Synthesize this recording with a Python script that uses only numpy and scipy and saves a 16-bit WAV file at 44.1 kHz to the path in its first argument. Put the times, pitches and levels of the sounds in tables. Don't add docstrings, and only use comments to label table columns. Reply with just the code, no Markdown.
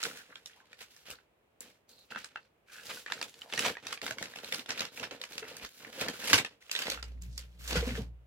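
import sys
import numpy as np
from scipy import signal
from scipy.fft import rfft, irfft
from scipy.io import wavfile

SR = 44100
rng = np.random.default_rng(int(sys.argv[2]) if len(sys.argv) > 2 else 0)


def transcribe(u):
    v = np.clip(np.atleast_2d(u).T, -1, 1)
    q = np.round(v * 32767).astype(np.int16)
    wavfile.write(sys.argv[1], SR, q)


N = 364266
TIME = np.arange(N) / SR

# hz, level_db (per Hz)
CREASE_SPECTRUM = [(80, -31), (250, -14), (500, -8), (950, -6.5), (1450, -2), (2700, -1.5), (4500, -2),
                   (7500, -8), (9000, -13), (12500, -16), (16000, -27.5)]
# time_s, right_mic_lead_ms
HAND_PATH = [(0, 0.12), (1, 0.072), (2.6, 0.022), (3.7, 0.022), (4.2, 0.078), (6.2, 0.074), (7.2, 0.18),
             (7.7, 0.15)]


def from_db(db):
    return 10 ** (np.asarray(db) / 20)


def rms_one(x):
    return x / np.sqrt(np.mean(x ** 2) + 1e-20)


def in_time(rows):
    time_s, *columns = np.transpose(rows)
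    return [np.interp(TIME, time_s, column) for column in columns]


def add(track, start_s, sound):
    start = int(start_s * SR)
    track[:, start:start + sound.shape[1]] += sound[:, :N - start]


def cut(x, hz, kind, order=2):
    sections = signal.butter(order, min(hz, .45 * SR), kind, fs=SR, output="sos")
    return signal.sosfilt(sections, x + 1e-18)


def ring_at(x, hz, q):
    return signal.lfilter(*signal.iirpeak(hz, q, fs=SR), x)


def response(spectrum, size=2048):
    hz, db = np.transpose(spectrum)
    grid_hz = np.maximum(np.fft.rfftfreq(size, 1 / SR), 1)
    gain = from_db(np.interp(np.log(grid_hz), np.log(hz), db))
    cepstrum = irfft(np.log(gain))
    cepstrum[1:size // 2] *= 2
    cepstrum[size // 2 + 1:] = 0
    return irfft(np.exp(rfft(cepstrum)))


def through(x, impulse):
    return signal.fftconvolve(x, [impulse], axes=1)[:, :x.shape[1]]


def brighten(spectrum, bright_db, from_hz=2000, to_hz=10000):
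    shares = [(hz, db, max(np.log(hz / from_hz), 0) / np.log(to_hz / from_hz)) for hz, db in spectrum]
    return [(hz, db + bright_db * share) for hz, db, share in shares]


def drift(per_s):
    knots = rng.standard_normal(N // 100)
    return np.interp(TIME * per_s, np.arange(len(knots)), knots)


def random_flips(per_s, spread_db):
    sizes = from_db(spread_db * np.minimum(rng.exponential(1, N), 4))
    return sizes * rng.choice([-1, 1], N) * (rng.random(N) < per_s / SR)


def grains(per_s, spread_db, smooth_db):
    clicks = rms_one(random_flips(per_s, spread_db))
    return rms_one(clicks + from_db(smooth_db) * rng.standard_normal(N))


def diffuse(apart_hz, size):
    mid, side = rng.standard_normal((2, size))
    side = cut(side, apart_hz, "high", order=1) + from_db(-15) * side
    return np.array([mid + side, mid - side])


def room(x, start_s=0, wet_db=0):
    # level_db, t60_s
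    near_echo = (0, 0.028)
    wall_echo = (-2.2, 0.1)
    t = np.arange(len(x)) / SR
    lead_s = np.interp(start_s + t, *np.transpose(HAND_PATH)) / 1000
    energy = 0
    for (db, t60_s), gap_s in ((near_echo, 0), (wall_echo, 0.011)):
        arriving = np.pad(x ** 2, (int(gap_s * SR), 0))[:len(x)]
        keep = from_db(-60 / (t60_s * SR)) ** 2
        energy = energy + from_db(db) ** 2 * signal.lfilter([0, 1 - keep], [1, -keep], arriving + 1e-24)
    direct = np.array([np.interp(t - lead_s, t, x), x])
    echoes = np.sqrt(energy) * rms_one(diffuse(1500, len(x)))
    return direct + from_db(wet_db) * echoes


def strokes(size=2000):
    # start_s, length_s, level_db, swell_db (start to end),
    # brightness_db, flutter_db (of the whole sheet)
    stroke_table = [(0, 0.017, -33, -21, 4, -24), (0.04, 0.14, -41.5, -10.5, 6.5, -7),
                    (0.194, 0.21, -58.5, -9, 4, -4.5), (0.449, 0.13, -57, -7.5, 3, -12),
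                    (0.505, 0.26, -70, 18, -1, -3.5), (0.768, 0.045, -53.5, 18, 3.5, -18),
                    (0.882, 0.13, -57, 1, 10, -16), (1.045, 0.071, -50.5, 11.5, 3, -6.5),
                    (1.602, 0.14, -55.5, -18, 7, -2.5), (1.875, 0.2, -63, -7, 15, -5.5),
                    (2.073, 0.038, -60.5, 28, 1, -3), (2.143, 0.1, -48, -14, 2, -6),
                    (2.281, 0.15, -64.5, -1, -2, -8), (2.659, 0.097, -57, 22, 9.5, -14.5),
                    (2.758, 0.17, -50.5, 4, 9, -9), (2.848, 0.15, -42.5, -2, 11.5, -11.5),
                    (3.066, 0.17, -48.5, 3.5, 2.5, -3.5), (3.267, 0.37, -56.5, 3, 9, -5),
                    (3.487, 0.18, -38, 17, 3.5, -4.5), (3.795, 0.12, -50.5, 16.5, 0, -4),
                    (4.023, 0.083, -42, -4, 5.5, 0.5), (4.168, 0.11, -46, -3.5, 5, -1),
                    (4.293, 0.29, -46.5, 12.5, 4.5, -4), (4.676, 0.19, -43.5, -4, -1.5, -1),
                    (4.906, 0.062, -52, 20, 10, -6.5), (4.959, 0.088, -48.5, 9, 0, 3.5),
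                    (5.101, 0.048, -49.5, 0, -2, 1.5), (5.19, 0.16, -55, -6, 2, -9),
                    (5.293, 0.086, -44.5, -1.5, 7, -2.5), (5.407, 0.23, -46.5, -0.5, 2, -3),
                    (5.676, 0.14, -55, -4, 13.5, -15), (5.794, 0.079, -48, 4.5, 5.5, -2.5),
                    (5.916, 0.1, -42.5, 17, 4.5, -6.5), (6.011, 0.11, -43, -5, -3, 4),
                    (6.091, 0.25, -39, 22.5, 6, -7), (6.324, 0.081, -42.5, -4, -8, 13),
                    (6.468, 0.088, -60, -19, -1.5, -0.5), (6.597, 0.14, -54, 18, 5.5, -13.5),
                    (6.704, 0.093, -42, 17.5, 2, -13), (6.838, 0.097, -41, 5, 0, -5),
                    (7.018, 0.18, -62.5, -19.5, 3, -1), (7.209, 0.032, -52, 3.5, 12.5, -27),
                    (7.283, 0.38, -65.5, 0, 8, -13), (7.375, 0.027, -53.5, 7.5, 1, -5),
                    (7.584, 0.11, -44, 13.5, 11, -16), (7.697, 0.071, -36, 9, 0, -3),
                    (7.788, 0.18, -40, 2.5, 3, -2.5)]
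    attack_s, release_t60_s = 0.013, 0.21
    t = np.linspace(0, N / SR, size)
    start, length, db, swell_db, bright_db, flutter_db = np.transpose(stroke_table)[:, :, None]
    attack = np.clip((t - start) / attack_s, 0, 1)
    progress = np.clip((t - start) / length, 0, 1)
    release_db = -60 * np.maximum(t - start - length, 0) / release_t60_s
    power = (attack * from_db(db + swell_db * (progress - .5) + release_db)) ** 2
    total = power.sum(0) + 1e-12
    share = power / total
    curves = [t, np.sqrt(total), (share * bright_db).sum(0), (share * flutter_db).sum(0)]
    return in_time(np.transpose(curves))


def crinkles(per_s, low_hz, high_hz, q, fall_db, count=28):
    out, dealt = 0, rng.integers(0, count, N)
    flips = random_flips(per_s, spread_db=2)
    middle_hz = np.sqrt(low_hz * high_hz)
    for k, hz in enumerate(np.geomspace(low_hz, high_hz, count)):
        ring = ring_at(flips * (dealt == k) + 1e-18, hz, q)
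        octaves_off = abs(np.log2(hz / middle_hz))
        out = out + from_db(fall_db * octaves_off) * ring / np.sqrt(hz)
    lead_ms, = in_time(HAND_PATH)
    return rms_one(np.array([np.interp(TIME - lead_ms / 1000, TIME, out), out]))


def rubbing(rub_db, flutter_db, jerk_db, tick_db):
    # hz, level_db (per Hz)
    friction_spectrum = [(400, -20), (800, -10), (1050, -9), (1450, 1.5), (2000, 0), (2700, 1.5),
                         (4500, -4), (7500, -11), (8800, -15.5), (12000, -16), (16000, -23.5)]
    # hz, level_db (per Hz)
    sheet_spectrum = [(35, -25), (70, -9), (140, -5), (270, 1), (360, -6), (470, 4), (620, -4), (900, -8.5),
                      (1600, -18.5), (5000, -61.5)]
    effort, bright_db, sheet_db = strokes()
    stroke = effort * from_db(jerk_db * drift(110))
    fibres = grains(per_s=1300, spread_db=2.5, smooth_db=-4.5)
    ticks = grains(per_s=38, spread_db=5.5, smooth_db=-42.5)
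    excitation = room(stroke * (fibres + from_db(tick_db) * ticks))
    friction, tilts_db = 0, np.linspace(-20, 20, 5)
    for tilt_db, pick in zip(tilts_db, np.eye(len(tilts_db))):
        colour = response(brighten(friction_spectrum, tilt_db))
        weight = np.interp(bright_db, tilts_db, pick)
        friction = friction + weight * through(excitation, colour / np.linalg.norm(colour))
    pressed = 1 / (1 + from_db(bright_db))
    facets = crinkles(per_s=150, low_hz=829, high_hz=4136, q=82.0, fall_db=-5.0)
    friction = friction + from_db(-2.0) * pressed * stroke * facets
    flaps = stroke * from_db(sheet_db) * grains(per_s=110, spread_db=2.5, smooth_db=-6.5)
    sheet = response(sheet_spectrum)
    flutter = through(room(flaps), sheet / np.linalg.norm(sheet))
    return from_db(rub_db) * friction + from_db(flutter_db) * flutter


def fold(count=90):
    hz, db = np.transpose(CREASE_SPECTRUM)
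    fine_hz = np.geomspace(hz[0], hz[-1], count)
    ripple_db = 3.6 * rng.standard_normal(count)
    return zip(fine_hz, np.interp(np.log(fine_hz), np.log(hz), db) + ripple_db)


def snaps(burst_s, growth, typical_db, patch_db, trim_db, size=9000):
    # start_s, level_db, patch_pitch_hz (buckling patch), brightness_db
    snap_table = [(0.029, -34.5, 1500, 3), (0.036, -33.5, 4150, 4.5), (0.053, -36, 1520, -18),
                  (0.356, -46, 3240, -11), (0.459, -44.5, 3960, 7), (0.73, -51, 2280, -8),
                  (0.816, -49.5, 2470, 4), (0.807, -55, 2000, 6), (0.964, -57.5, 1750, 2),
                  (1.103, -45, 2650, 15), (1.111, -46.5, 2660, 8), (1.606, -44, 7100, 26),
                  (1.892, -60.5, 4630, 26), (2.244, -44, 1740, -1), (2.972, -48.5, 1530, -19),
                  (3.062, -41.5, 1710, -15), (3.121, -32, 1670, -7), (3.214, -36.5, 836, -6),
                  (3.227, -36.5, 2560, 6), (3.295, -57, 3980, 19), (3.341, -56, 3000, 3),
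                  (3.418, -44, 2950, -14), (3.525, -38.5, 2700, -18), (3.536, -35.5, 1750, -6),
                  (3.5763, -32, 1890, -7), (3.592, -29, 2840, 6), (3.624, -40.5, 2720, -11),
                  (3.682, -34.5, 1530, -20), (3.752, -48, 1670, -26), (3.769, -42.5, 1800, -26),
                  (3.868, -38, 2500, 2), (3.927, -35.5, 2430, -1.5), (3.975, -46.5, 2450, -11),
                  (4.016, -40.5, 2620, -3), (4.065, -36, 1390, -1), (4.079, -40, 3100, -21),
                  (4.109, -35.5, 1520, -8), (4.184, -40, 1530, -9), (4.226, -36.5, 1660, 0.5),
                  (4.256, -44.5, 2250, -9), (4.337, -49, 1800, -19), (4.359, -43.5, 2800, -4),
                  (4.387, -45.5, 1530, -9), (4.445, -43, 2280, -2), (4.524, -31.5, 2150, -1),
                  (4.545, -35.5, 4700, 3), (4.594, -42.5, 2900, -1), (4.66, -48.5, 3550, -5),
                  (4.692, -43, 1620, 1), (4.705, -32.5, 2700, -10.5), (4.794, -35, 3660, 1),
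                  (4.806, -32.5, 3730, 1), (4.818, -40, 2580, -18), (4.852, -41, 5160, -3),
                  (4.974, -44.5, 2730, -7), (4.997, -41.5, 2820, 0), (5.567, -46.5, 4630, 14),
                  (5.11, -44.5, 2720, -8), (5.215, -40, 3670, -1.5), (5.238, -40.5, 2630, -4.5),
                  (5.38, -37, 2650, 1), (5.648, -41.5, 1360, -1), (5.848, -46, 2220, -30),
                  (6.011, -36.5, 2500, 4.5), (6.084, -33.5, 2100, -2.5), (6.242, -43.5, 2620, 5),
                  (6.299, -32, 2700, -2), (6.331, -19.5, 1590, -1.5), (6.448, -35, 2560, -9),
                  (6.624, -58.5, 2050, -2), (6.695, -47, 2380, -15), (6.714, -32.5, 2650, 6),
                  (6.751, -32.5, 3570, -4), (6.762, -32.5, 3680, -6), (6.79, -35, 2650, 7),
                  (6.869, -36, 3900, -15), (6.9, -33, 3740, 8), (6.919, -36.5, 4400, 1),
                  (7.027, -41, 4700, -3.5), (7.221, -51.5, 6960, 18), (7.378, -39.5, 5000, 9),
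                  (7.677, -41, 6800, 5)]
    rise_s, patch_settle_s = 0.00015, 0.011
    patch_q = 8
    out, t = np.zeros((2, N)), np.arange(size) / SR
    for start_s, db, hz, bright_db in snap_table:
        decay_s = burst_s * from_db(growth * (db - typical_db))
        give = rng.standard_normal(size) * np.exp(-t / decay_s) * (1 - np.exp(-t / rise_s))
        crack = through(room(give, start_s), response(brighten(fold(), bright_db)))
        patch = ring_at(crack * np.exp(-t / patch_settle_s), hz, patch_q)
        add(out, start_s, from_db(db + trim_db) * rms_one(crack + from_db(patch_db) * patch))
    return out


def crunches(edge_share, trim_db, size=12000):
    # start_s, length_s, level_db, brightness_db
    crunch_table = [(2.89, 0.031, -42, -19), (3.645, 0.024, -30.5, -10.5), (5.028, 0.016, -36.5, -13),
                    (6.272, 0.015, -33, 4), (6.33, 0.016, -19, 0), (6.348, 0.016, -32, 7),
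                    (6.377, 0.014, -25.5, -4.5), (6.818, 0.0073, -32, -3), (7.753, 0.029, -33.5, -8)]
    out, collapse = np.zeros((2, N)), grains(per_s=2500, spread_db=1.0, smooth_db=3.0)
    for start_s, length_s, db, bright_db in crunch_table:
        start, span = int(start_s * SR), int(length_s * SR)
        run = collapse[start:start + span] * signal.windows.tukey(span, edge_share)
        run = np.pad(run, (0, size - span))
        crunch = through(room(run, start_s), response(brighten(fold(), bright_db)))
        add(out, start_s, from_db(db + trim_db) * np.sqrt(span / size) * rms_one(crunch))
    return out


def crackles(per_s, trim_db, spread_db, low_hz, high_hz, q, burst_s, size=3000):
    out, t = np.zeros((2, N)), np.arange(size) / SR
    effort, bright_db, _ = strokes()
    pressed, paper = effort / (1 + from_db(bright_db)), response(CREASE_SPECTRUM)
    for k, (when, softness, pitch) in enumerate(rng.random((int(per_s * N / SR), 3))):
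        start_s = (k + when) / per_s
        give = room(rng.standard_normal(size) * np.exp(-t / burst_s), start_s)
        hz = low_hz * (high_hz / low_hz) ** pitch
        ring = rms_one(ring_at(through(give, paper), hz, q))
        add(out, start_s, pressed[int(start_s * SR)] * from_db(trim_db - spread_db * softness) * ring)
    return out


def hiss_bands(trim_db, count=5):
    # start_s, length_s, level_db, first_pitch_hz, last_pitch_hz, sharpness_q
    band_table = [(0.158, 0.088, -54, 1690, 1440, 4.7), (0.292, 0.056, -52, 1740, 1400, 1.8),
                  (0.547, 0.12, -63.5, 810, 940, 1.9), (1.872, 0.2, -60.5, 4300, 4000, 5.2),
                  (2.166, 0.25, -68, 2550, 2480, 4.4), (2.653, 0.19, -58.5, 2300, 2650, 4.5),
                  (2.668, 0.2, -52, 1510, 1610, 4), (3.065, 0.057, -46, 1790, 1650, 1.4),
                  (3.421, 0.17, -55, 614, 990, 1.8), (7.295, 0.15, -55.5, 5200, 4940, 0.98)]
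    out, hiss = np.zeros((2, N)), room(grains(per_s=450, spread_db=5.0, smooth_db=-11.5))
    for start_s, length_s, db, first_hz, last_hz, q in band_table:
        piece, band = hiss[:, int(start_s * SR):int((start_s + length_s) * SR)], 0
        travel = np.linspace(0, count - 1, piece.shape[1])
        for k, hz in enumerate(np.geomspace(first_hz, last_hz, count)):
            fade = np.maximum(1 - abs(travel - k), 0)
            band = band + fade * ring_at(ring_at(piece, hz, q), hz, q)
        swell = signal.windows.tukey(piece.shape[1], .5)
        add(out, start_s, from_db(db + trim_db) * rms_one(band) * swell)
    return out


def knocks(contact_s, soft_hz, trim_db, size=9000):
    # start_s, level_db
    knock_table = [(0.602, -59), (1.186, -59), (2.121, -41.5), (2.148, -43.5), (2.159, -34.5),
                   (2.358, -36.5), (3.1, -40.5), (5.427, -41.5), (6.974, -43)]
    # hz, level_db, t60_s
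    blade_modes = [(900, -0.5, 0.011), (1390, 5, 0.016), (1530, 4.5, 0.016), (1680, -11, 0.021),
                   (2650, -1, 0.031), (4200, -38, .012)]
    out, t = np.zeros((2, N)), np.arange(size) / SR
    blade = sum(from_db(mode_db - 60 * t / t60_s) * np.cos(2 * np.pi * hz * t)
                for hz, mode_db, t60_s in blade_modes)
    for start_s, db in knock_table:
        contact = rng.standard_normal(size) * t * np.exp(-t / contact_s)
        softened = cut(room(contact, start_s, wet_db=-0.5), soft_hz, "low")
        add(out, start_s, from_db(db + trim_db) * rms_one(through(softened, blade)))
    return out


def bumps(contact_s, scuff_s, scuff_db, scuff_width, trim_db, size=12000):
    # start_s, level_db, pitch_hz (of the spot that is hit)
    bump_table = [(1.109, -60, 66), (1.644, -63, 205), (2.162, -49, 230), (3.661, -46, 243),
                  (3.666, -42, 717), (4.107, -42, 645), (4.112, -51, 120), (4.522, -43.5, 498),
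                  (4.588, -47, 259), (4.805, -51, 475), (5.111, -45.5, 460), (5.204, -50.5, 514),
                  (5.373, -57, 490), (5.423, -41, 443), (5.512, -46.5, 495), (5.629, -52, 69.6),
                  (5.868, -49.5, 453), (5.983, -43.5, 510), (6.082, -43.5, 465), (6.098, -44, 238),
                  (6.333, -30, 287), (6.337, -32.5, 104), (6.918, -45, 537), (7.723, -37.5, 244),
                  (7.754, -31, 491), (7.765, -29.5, 167), (7.774, -28, 67), (7.826, -32.5, 473),
                  (7.871, -34.5, 238), (7.913, -35, 236), (7.979, -36, 452), (7.99, -32.5, 207.6),
                  (8.011, -35.5, 127)]
    out, t = np.zeros((2, N)), np.arange(size) / SR
    for start_s, db, hz in bump_table:
        ring = np.sin(2 * np.pi * hz * t) * np.sqrt(t) * np.exp(-t / contact_s)
        contact = room(rng.standard_normal(size) * np.sqrt(t) * np.exp(-t / scuff_s), start_s)
        scuff = cut(cut(contact, hz, "high"), scuff_width * hz, "low")
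        bump = rms_one(ring) + from_db(scuff_db) * rms_one(scuff)
        add(out, start_s, from_db(db + trim_db) * bump)
    return out


def drone(trim_db, rough_db, rumble_db, rumble_hz):
    # time_s, level_db, overtones_db
    drone_curve = [(6.85, -68, -8), (6.99, -47, -14), (7.08, -42, -14.5), (7.2, -42.5, -11),
                   (7.28, -41.5, 0.5), (7.36, -44, -8), (7.55, -53.5, -4.5), (7.76, -34, -14),
                   (7.95, -38, 0.5), (8.04, -40.5, -7.5), (8.12, -45, -9), (8.26, -59.5, -4.5)]
    partials = [(1, -0.5), (2, -10.5), (3, -16.5)]
    pitch_hz = 59.85
    db, overtone_db = in_time(drone_curve)
    phase, tone = 2 * np.pi * pitch_hz * TIME, 0
    for k, part_db in partials:
        waver_db = (k > 1) * (overtone_db + rough_db * drift(27))
        tone = tone + from_db(part_db + waver_db) * np.sin(k * phase)
    noise = cut(rng.standard_normal((2, N)), 55.0, "high", order=6)
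    rumble = from_db(rumble_db) * rms_one(cut(noise, rumble_hz, "low"))
    return from_db(db + trim_db) * (np.sqrt(2) * tone + rumble) * (TIME > drone_curve[0][0])


def room_tone(level_db):
    # hz, level_db (per Hz)
    air_spectrum = [(25, -14.5), (60, 4.5), (120, 0.5), (250, -2.5), (480, 2.5), (950, -6.5), (1600, -11.5),
                    (2600, -12), (5000, -26.5), (9000, -28.5), (16000, -27)]
    return from_db(level_db) * rms_one(through(diffuse(700, N), response(air_spectrum)))


def scene():
    burst_s = 0.0012
    paper = rubbing(rub_db=-9.0, flutter_db=-8.5, jerk_db=4.5, tick_db=-9.5)
    paper = paper + snaps(burst_s, growth=0.071, typical_db=-48.5, patch_db=8.0, trim_db=-11.0)
    paper = paper + crunches(edge_share=0.25, trim_db=1.5)
    paper = paper + crackles(per_s=28, trim_db=-2.5, spread_db=10.0, low_hz=1230, high_hz=5000,
                             q=5.1, burst_s=burst_s)
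    hiss = hiss_bands(trim_db=-3.5)
    blows = knocks(contact_s=0.00077, soft_hz=3700, trim_db=-13.0)
    blows = blows + bumps(contact_s=0.0081, scuff_s=0.019, scuff_db=-9.0, scuff_width=0.88, trim_db=-15.0)
    hum = drone(trim_db=-1.0, rough_db=6.0, rumble_db=-14.0, rumble_hz=120)
    return paper + hiss + blows + hum + room_tone(level_db=-71.5)


def record(dry):
    # hz, difference_db
    balance = [(200, -0.3), (1500, -1.4), (4000, -1.5), (7800, -3.5), (8500, 0.5), (10500, 3.5),
               (12500, 0.5), (16000, -2)]
    colours = [response([(hz, sign * db / 2) for hz, db in balance]) for sign in (1, -1)]
    coloured = signal.fftconvolve(cut(dry, 41, "high", order=4), colours, axes=1)[:, :N]
    top_cut = signal.ellip(10, .1, 80, 16000, fs=SR, output="sos")
    return signal.sosfilt(top_cut, coloured)


dry = scene()
out = record(dry)
transcribe(out)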